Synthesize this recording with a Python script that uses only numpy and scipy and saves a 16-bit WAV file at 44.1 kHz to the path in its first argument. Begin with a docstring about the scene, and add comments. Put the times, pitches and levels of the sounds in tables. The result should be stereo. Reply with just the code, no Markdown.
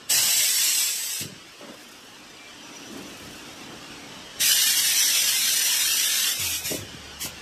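"""A conveyor vacuum packer works through one cycle in a humming factory hall, heard beside its housing.
A turbulent jet hisses through a valve, and the chamber lid knocks free, ringing the modes of the frame.
The belt drags into motion and rumbles on, with rustling film bags and a few faint friction squeaks.
A second long jet, half whistling, lowers the lid. The pump starts to hum, the lid thuds shut amid
short puffs of air, and the valve gives one last puff."""
import sys
import numpy as np
from scipy import signal
from scipy.fft import rfft, irfft, next_fast_len
from scipy.io import wavfile
from scipy.ndimage import uniform_filter1d

SR = 44100
rng = np.random.default_rng(int(sys.argv[2]) if len(sys.argv) > 2 else 0)


def generate_wav(signal):
    """Clip the signal to [-1, 1] and save it as 16-bit WAV at the path in sys.argv[1]."""
    frames = np.transpose(np.atleast_2d(signal))
    scaled = np.clip(frames, -1, 1) * 32767
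    pcm = np.round(scaled).astype(np.int16)
    wavfile.write(sys.argv[1], SR, pcm)


N = 326781
TIME = np.arange(N) / SR

# other machines in the hall, louder as the listener moves along: time_s, level_db
HALL_LEVEL = [(0, -46.8), (2.25, -46.5), (2.7, -43.7), (5.0, -41.8), (7.41, -42)]
# spectrum of the frame's deep shudder under load: frequency_hz, density_db
SHUDDER_SPECTRUM = [(25, -14), (60, -1), (100, 1), (160, 2), (230, -2), (500, -22)]


def from_db(db):
    """Decibels to amplitude ratio."""
    return 10 ** (np.asarray(db) / 20)


def rms_one(x):
    """Scale to unit rms."""
    return x / np.sqrt(np.mean(x ** 2) + 1e-20)


def level(rows):
    """Amplitude along a curve of (time_s, level_db), silent beyond its ends."""
    s, db = np.transpose(rows)
    return from_db(np.interp(TIME, s, db)) * (TIME >= s[0] - .03) * (TIME <= s[-1] + .05)


def gate(start_s, stop_s, attack_s, fall_db_per_s):
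    """Smooth onset around start_s, a hold at 1, and exponential decay from stop_s."""
    rise = .5 + .5 * np.tanh(2 * (TIME - start_s) / attack_s)
    return rise * from_db(-fall_db_per_s * np.maximum(TIME - stop_s, 0))


def swell(centre_s, length_s, db):
    """Gaussian envelope."""
    return from_db(db) * np.exp(-(2 * (TIME - centre_s) / length_s) ** 2)


def drift(rate_hz):
    """Random modulation: low-passed noise of unit rms."""
    hz = np.arange(N // 2 + 1) * SR / N
    return rms_one(irfft(rfft(rng.standard_normal(N)) / (1 + (hz / rate_hz) ** 2), N))


def noise(spectrum, resonances=()):
    """Source and filter: white noise shaped by a broad spectrum and Lorentzian peaks, at unit rms."""
    size = next_fast_len(N, True)
    hz = np.maximum(np.arange(size // 2 + 1) * SR / size, 1)
    points_hz, db = np.transpose(spectrum)
    roll_off = np.minimum(hz / points_hz[0], 1) * np.minimum(points_hz[-1] / hz, 1)
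    gain = from_db(np.interp(np.log(hz), np.log(points_hz), db)) * roll_off ** 2
    peak_power = sum(from_db(2 * peak_db) / (1 + (2 * (hz - centre) / width) ** 2)
                     for centre, width, peak_db in resonances)
    white = rfft(rng.standard_normal(size))
    return rms_one(irfft(white * gain * np.sqrt(1 + peak_power), size)[:N])


def patches(hz, s, span_hz, hold_s):
    """Random field of unit rms, smooth in time and independent from band to band."""
    smoothing = np.exp(-(np.fft.rfftfreq(len(s), s[1]) * hold_s) ** 2)
    field = irfft(rfft(rng.standard_normal((len(hz), len(s)))) * smoothing, len(s))
    band = (hz / max(span_hz, hz[1])).astype(int)
    return rms_one(field[band])


def hall_noise():
    """Incoherent sources: the other machines add up to a broad, slightly wavering noise."""
    # spectrum of the hall: frequency_hz, density_db
    spectrum = [(25, -7), (70, -4.5), (150, -3.5), (300, 0), (700, -1.5), (1300, -1), (1750, 0), (2200, -2),
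                (2950, 3), (4000, -4), (5700, -3), (6900, -10), (8200, -9), (9400, -19), (12500, -19),
                (14000, -34)]
    return level(HALL_LEVEL) * noise(spectrum) * from_db(.5 * drift(13))


def shimmer(x, hollow_share, depth_db=3.05, even_span_hz=1800, size=2048):
    """Spectral modulation: narrow bands swell and fade and hollows open, while broad bands keep level."""
    # depth of the passing hollows: frequency_hz, gain_db
    hollows = [(1600, -2), (2100, -28), (2700, -24), (3100, -16), (3800, -19), (4700, -13), (5400, -3),
               (6200, -3), (6900, -13), (8000, -3), (10500, -10), (14000, -5)]
    frames = dict(nperseg=size, noverlap=3 * size // 4)
    hz, s, cells = signal.stft(x, SR, **frames)
    bands_db = depth_db * patches(hz, s, span_hz=95, hold_s=.07)
    chance = patches(hz, s, span_hz=170, hold_s=.11)
    gaps = np.clip(3 * (chance - .65), 0, 1)  # hollows open above a threshold
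    hollow_db = np.interp(hz, *np.transpose(hollows))[:, None]
    gain = from_db(bands_db + np.interp(s, TIME, hollow_share) * gaps * hollow_db)
    broad_power = uniform_filter1d(gain ** 2, int(even_span_hz / hz[1]) + 1, axis=0)
    return signal.istft(cells * gain / np.sqrt(broad_power), SR, **frames)[1][:N]


def conveyor(lumpy_db=1.6):
    """Forced vibration: the belt drags and rolls unevenly; its jolts drive the panels and the frame."""
    # the belt stops, later creeps, runs and drops to idle: time_s, level_db
    belt_level = [(0, -50), (0.3, -68), (1.58, -70), (1.66, -53), (2.53, -54), (2.67, -47.8), (2.85, -48),
                  (3.0, -46.3), (4.1, -46.3), (4.6, -57), (7.41, -58.5)]
    # jolts of the belt: centre_s, length_s, boom_db, shudder_db
    jolts = [(1.69, 0.15, -45, -72), (2.96, 0.16, -43.2, -62), (3.06, .1, -45, -55), (3.15, .08, -46, -59),
             (3.29, 0.15, -48, -47.5)]
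    # resonances of the side panels: centre_hz, width_hz, peak_db
    panels = [(232, 34, 0), (294, 16, 6)]
    # spectra of the drive, the jolted panels and the dragging belt: frequency_hz, density_db
    drive_spectrum = [(50, -37), (110, -10), (180, -5.5), (280, 0), (400, -5), (650, -10), (900, -10.5),
                      (1500, -14), (3000, -44)]
    jolt_spectrum = [(130, -10), (200, -2), (290, 0), (480, -10), (900, -24)]
    drag_spectrum = [(150, -18), (330, -6), (600, 5), (760, -12), (950, -4), (1700, -8), (3500, -15),
                     (9000, -27)]
    rumble = level(belt_level) * noise(drive_spectrum, panels)
    boom = sum(swell(s, length, db) for s, length, db, _ in jolts) * noise(jolt_spectrum, panels)
    loaded = from_db(-54.5) * gate(3.25, 3.9, attack_s=.7, fall_db_per_s=3.5)
    jolted = sum(swell(s, length, db) for s, length, _, db in jolts)
    shudder = (loaded + jolted) * noise(SHUDDER_SPECTRUM)
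    drag = from_db(-45) * gate(1.609, 1.745, attack_s=.016, fall_db_per_s=260) * noise(drag_spectrum)
    return (rumble + boom + shudder + drag) * from_db(lumpy_db * drift(9.5))


def valve(opening, attack_s):
    """Pressure-driven flow: it starts fast, sags with the pressure and dies once the valve shuts."""
    open_s, close_s, db, sag_db_per_s, fall_db_per_s = opening
    open_for_s = np.clip(TIME - open_s, 0, close_s - open_s)
    return gate(open_s, close_s, attack_s, fall_db_per_s) * from_db(db - sag_db_per_s * open_for_s)


def air_blast(flow, jet, ports, flutter_db, sputter_db, echo_db):
    """Jet noise: turbulence excites the resonances of valve and silencer, and sputters in its low range."""
    hiss = flow * noise(jet, ports) * from_db(flutter_db * drift(30))
    low = signal.sosfiltfilt(signal.butter(2, 4500, fs=SR, output="sos"), hiss)
    hiss = hiss - low + low * from_db(sputter_db * drift(28))
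    return hiss + from_db(echo_db) * hall_echo(hiss)


def lift_air(attack_s=.011, filled_at_s=.81, filling_s=.16, drop_db=6):
    """Pressure equalisation: air rushes in with a low roar, and the jet weakens as the chamber fills."""
    # valve opening: open_s, close_s, level_db, sag_db_per_s, fall_db_per_s
    opening = (0.099, 1.217, -19.2, 4.0, 310)
    # spectra of the jet and the low roar: frequency_hz, density_db
    jet = [(100, -25), (300, -23), (1300, -16.5), (1900, -5), (2300, -5), (2900, -3), (4200, -3.2),
           (7000, -6.3), (8400, -4), (9100, -7.5), (12800, -3.5), (14000, -6)]
    roar_spectrum = [(40, -5), (130, -5), (450, -5), (850, 2), (1300, -4), (2500, -12)]
    # valve and silencer resonances: centre_hz, width_hz, peak_db
    ports = [(2780, 220, 0), (5700, 1100, 6.5), (7780, 560, 10.5)]
    open_s = opening[0]
    filled = np.clip((TIME - filled_at_s) / filling_s, 0, 1)
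    flow = valve(opening, attack_s) * from_db(-drop_db * filled)
    hiss = air_blast(flow, jet, ports, flutter_db=.6, sputter_db=1.2, echo_db=-10.5)
    rush = from_db(-39) * gate(open_s, open_s + .11, attack_s, fall_db_per_s=45)
    return hiss + rush * noise(roar_spectrum)


def hall_echo(x, t60_s=.6, delay_s=.012, dull_hz=6500):
    """Reverberation: diffuse reflections decay exponentially, duller than their source."""
    t = TIME[:SR]
    tail = rng.standard_normal(SR) * from_db(-60 * t / t60_s) * (t > delay_s)
    echo = signal.fftconvolve(x, tail / np.sqrt(np.sum(tail ** 2)))[:N]
    return signal.sosfilt(signal.butter(2, dull_hz, fs=SR, output="sos"), echo)


def ring(force, hz, t60_s):
    """Damped harmonic oscillator: one mode driven by a force."""
    radius, angle = from_db(-60 / (t60_s * SR)), 2 * np.pi * hz / SR
    return signal.lfilter([0, np.sin(angle)], [1, -2 * radius * np.cos(angle), radius ** 2], force + 1e-18)


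def knocks(rattle=.85):
    """Impact excitation: a push and a brief rattle ring the frame; harder contacts reach higher modes."""
    # lid and frame impacts with their bounces: start_s, force_db, contact_hz, rattle_s
    impacts = [(1.2, -38.5, 220, .018), (1.215, -40, 400, .02), (1.242, -38.5, 350, .022),
               (1.288, -45.5, 400, .02), (1.312, -46, 220, .015), (1.35, -50, 420, .01),
               (1.607, -45.5, 1300, .04), (4.39, -43.5, 300, 0.024), (6.384, -37, 140, .05),
               (6.637, -44, 150, .01), (6.7, -35, 380, .012), (6.713, -32, 720, .016),
               (6.738, -32, 620, .03), (6.777, -34.5, 160, .03), (6.82, -40.5, 380, .08),
               (6.933, -44, 277, .03), (7.238, -36.5, 300, 0.035), (7.257, -36.5, 2400, .035)]
    # modes of the steel frame: pitch_hz, gain_db, t60_s
    modes = [(87, -4, 0.1), (110, 3.5, 0.1), (148, 2.5, 0.1), (182, 2.5, 0.11), (223.3, -1.5, 0.12),
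             (275, 1.5, 0.14), (310, 7, 0.04), (358, 1, 0.13), (424, 3, 0.07), (526, -2, 0.13),
             (623, 4, 0.08), (760, -3, .07), (855, -1.5, 0.06), (1040, -4, .06), (1420, -2, .05)]
    force = np.zeros(N)
    t = TIME[:SR // 3]
    for start_s, force_db, contact_hz, rattle_s in impacts:
        blow = rattle * rng.standard_normal(len(t)) * np.exp(-t / rattle_s) / np.sqrt(rattle_s * SR)
        blow[0] += 1  # the push
        contact = signal.butter(2, [contact_hz / 3, contact_hz], "band", fs=SR, output="sos")
        at = int(start_s * SR)
        force[at:at + len(t)] += from_db(force_db) * signal.sosfilt(contact, blow)[:N - at]
    return sum((-1) ** k * from_db(db) * ring(force, hz, t60) for k, (hz, db, t60) in enumerate(modes))


def film_bags(crinkle_db=2.5):
    """Amplitude-modulated noise: film bags shaken on the belt give a bright, flickering rustle."""
    # rustles: centre_s, length_s, level_db
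    rustles = [(1.88, 0.8, -56.5), (3.17, 0.95, -52.7), (4.0, 0.7, -64)]
    # spectrum of the film: frequency_hz, density_db
    spectrum = [(2000, -28), (6000, 5), (10000, 0), (14000, -1)]
    return sum(swell(*rustle) for rustle in rustles) * noise(spectrum) * from_db(crinkle_db * drift(40))


def squeaks(waver_hz=18, stutter_db=2.8):
    """Friction-induced vibration: rubbing guides sing briefly, a little rough in pitch and strength."""
    # squeaks of the guides: centre_s, length_s, pitch_hz, level_db
    rubs = [(2.44, 0.12, 2355, -46.3), (2.65, 0.075, 5890, -50.5), (2.755, 0.075, 5865, -46.5),
            (2.755, .035, 2355, -51), (2.88, .16, 5870, -54), (3.07, .1, 5890, -56)]
    tones, wobble_hz = np.zeros(N), waver_hz * drift(104)
    for centre_s, length_s, pitch_hz, db in rubs:
        phase = 2 * np.pi * np.cumsum(pitch_hz + wobble_hz) / SR
        tones += swell(centre_s, length_s, db) * np.sqrt(2) * np.sin(phase)
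    return tones * from_db(stutter_db * drift(50))


def lower_air(throat_db=-19, throat_rise_db_per_s=5.5, whistle_db=-19):
    """Jet noise lowering the lid: it grows throatier as pressure falls, and a narrow band half whistles."""
    # valve opening: open_s, close_s, level_db, sag_db_per_s, fall_db_per_s
    opening = (4.404, 6.29, -20.15, 1.8, 90)
    # early surge of the flow, and moments when the whistle catches: centre_s, length_s, level_db
    surge = (4.505, 0.06, -30)
    catches = [(5.0, .1, -24.5), (5.075, .06, -29), (5.19, .09, -29), (5.65, .05, -30), (6.01, .06, -32)]
    # spectra of the jet, its throaty rush and its whistle: frequency_hz, density_db
    jet = [(100, -59), (600, -24.5), (1200, -20), (1750, -4.5), (2150, -7.5), (2950, -2), (4250, -2.5),
           (4600, -6), (5100, -3), (6700, -8), (7200, -5), (8800, -5), (10200, -9.5), (12300, -5),
           (14000, -11)]
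    throat_spectrum = [(1700, -12), (2500, -7), (2950, 0), (3800, -4), (4500, -14)]
    whistle_spectrum = [(5200, -16), (5720, 2), (5870, 12), (6070, 3), (6400, -27)]
    # valve and silencer resonances: centre_hz, width_hz, peak_db
    ports = [(5500, 440, 2), (6000, 500, 4), (7600, 890, -2), (9580, 260, 3)]
    flow = valve(opening, attack_s=.019) + swell(*surge)
    open_s, close_s = opening[:2]
    open_for_s = np.clip(TIME - open_s, 0, close_s - open_s)
    throat = flow * from_db(throat_db + throat_rise_db_per_s * open_for_s) * noise(throat_spectrum)
    catching = sum(swell(*catch) for catch in catches)
    whistle = (from_db(whistle_db) * flow + catching) * noise(whistle_spectrum)
    hiss = air_blast(flow, jet, ports, flutter_db=.85, sputter_db=.9, echo_db=-16)
    return hiss + throat * from_db(2 * drift(25)) + whistle


def pump(start_s=6.38, attack_s=.05, start_hz=98, run_hz=72, sag_s=.17, waver=.014):
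    """Periodic forcing: the pump's harmonic hum surges and sags in pitch under load; the frame shudders."""
    # harmonics of the pump: multiple, relative_db
    harmonics = [(1, 12), (2, -11), (3, -10), (4, -20)]
    # starting surge: centre_s, length_s, level_db
    surge = (6.46, 0.11, -46)
    age_s = np.maximum(TIME - start_s, 0)
    running = np.minimum(age_s / attack_s, 1)
    pitch_hz = run_hz + (start_hz - run_hz) * np.exp(-age_s / sag_s)
    phase = 2 * np.pi * np.cumsum(pitch_hz * (1 + waver * drift(12.6))) / SR
    tone = rms_one(sum(from_db(db) * np.sin(multiple * phase) for multiple, db in harmonics))
    hum = (from_db(-53) + swell(*surge)) * tone
    shudder = from_db(-53) * noise(SHUDDER_SPECTRUM)
    return running * (hum + shudder)


def puffs():
    """Transient jets: one small valve lets out short puffs as the lid seats."""
    # valve openings: open_s, close_s, level_db, sag_db_per_s, fall_db_per_s
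    openings = [(6.393, 6.566, -25.4, 10, 200), (6.647, 6.752, -27.4, 30, 240),
                (7.21, 7.263, -26.7, 62, 480)]
    # spectrum of the jet: frequency_hz, density_db
    jet = [(200, -18), (1300, -12), (2200, -1.5), (3000, 4), (4200, -3), (5200, -2.5), (7000, 0),
           (10000, -5.5), (11500, -1.5), (14000, -3)]
    # valve and silencer resonances: centre_hz, width_hz, peak_db
    ports = [(5630, 580, 5.5), (8100, 700, 2)]
    flow = sum(valve(opening, attack_s=.024) for opening in openings)
    return air_blast(flow, jet, ports, flutter_db=.3, sputter_db=.8, echo_db=-15)


def scene():
    """Superposition: all sources add in mono; the hiss is most hollow while air blows."""
    air = lift_air() + lower_air() + puffs()
    thuds = knocks()
    air_power = np.abs(uniform_filter1d(air ** 2, size=1024))
    air_share = air_power / (air_power + level(HALL_LEVEL) ** 2)
    hiss = shimmer(air + hall_noise(), hollow_share=np.maximum(air_share, .15))
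    echo = hall_echo(from_db(-11) * thuds)
    mono = hiss + thuds + echo + conveyor() + film_bags() + squeaks() + pump()
    return np.array([mono, mono])


def record(dry, cutoff_hz=14150):
    """Band limiting: a steep low-pass filter removes the highest treble."""
    return signal.sosfilt(signal.ellip(12, .1, 80, cutoff_hz, fs=SR, output="sos"), dry)


dry = scene()
out = record(dry)
generate_wav(out)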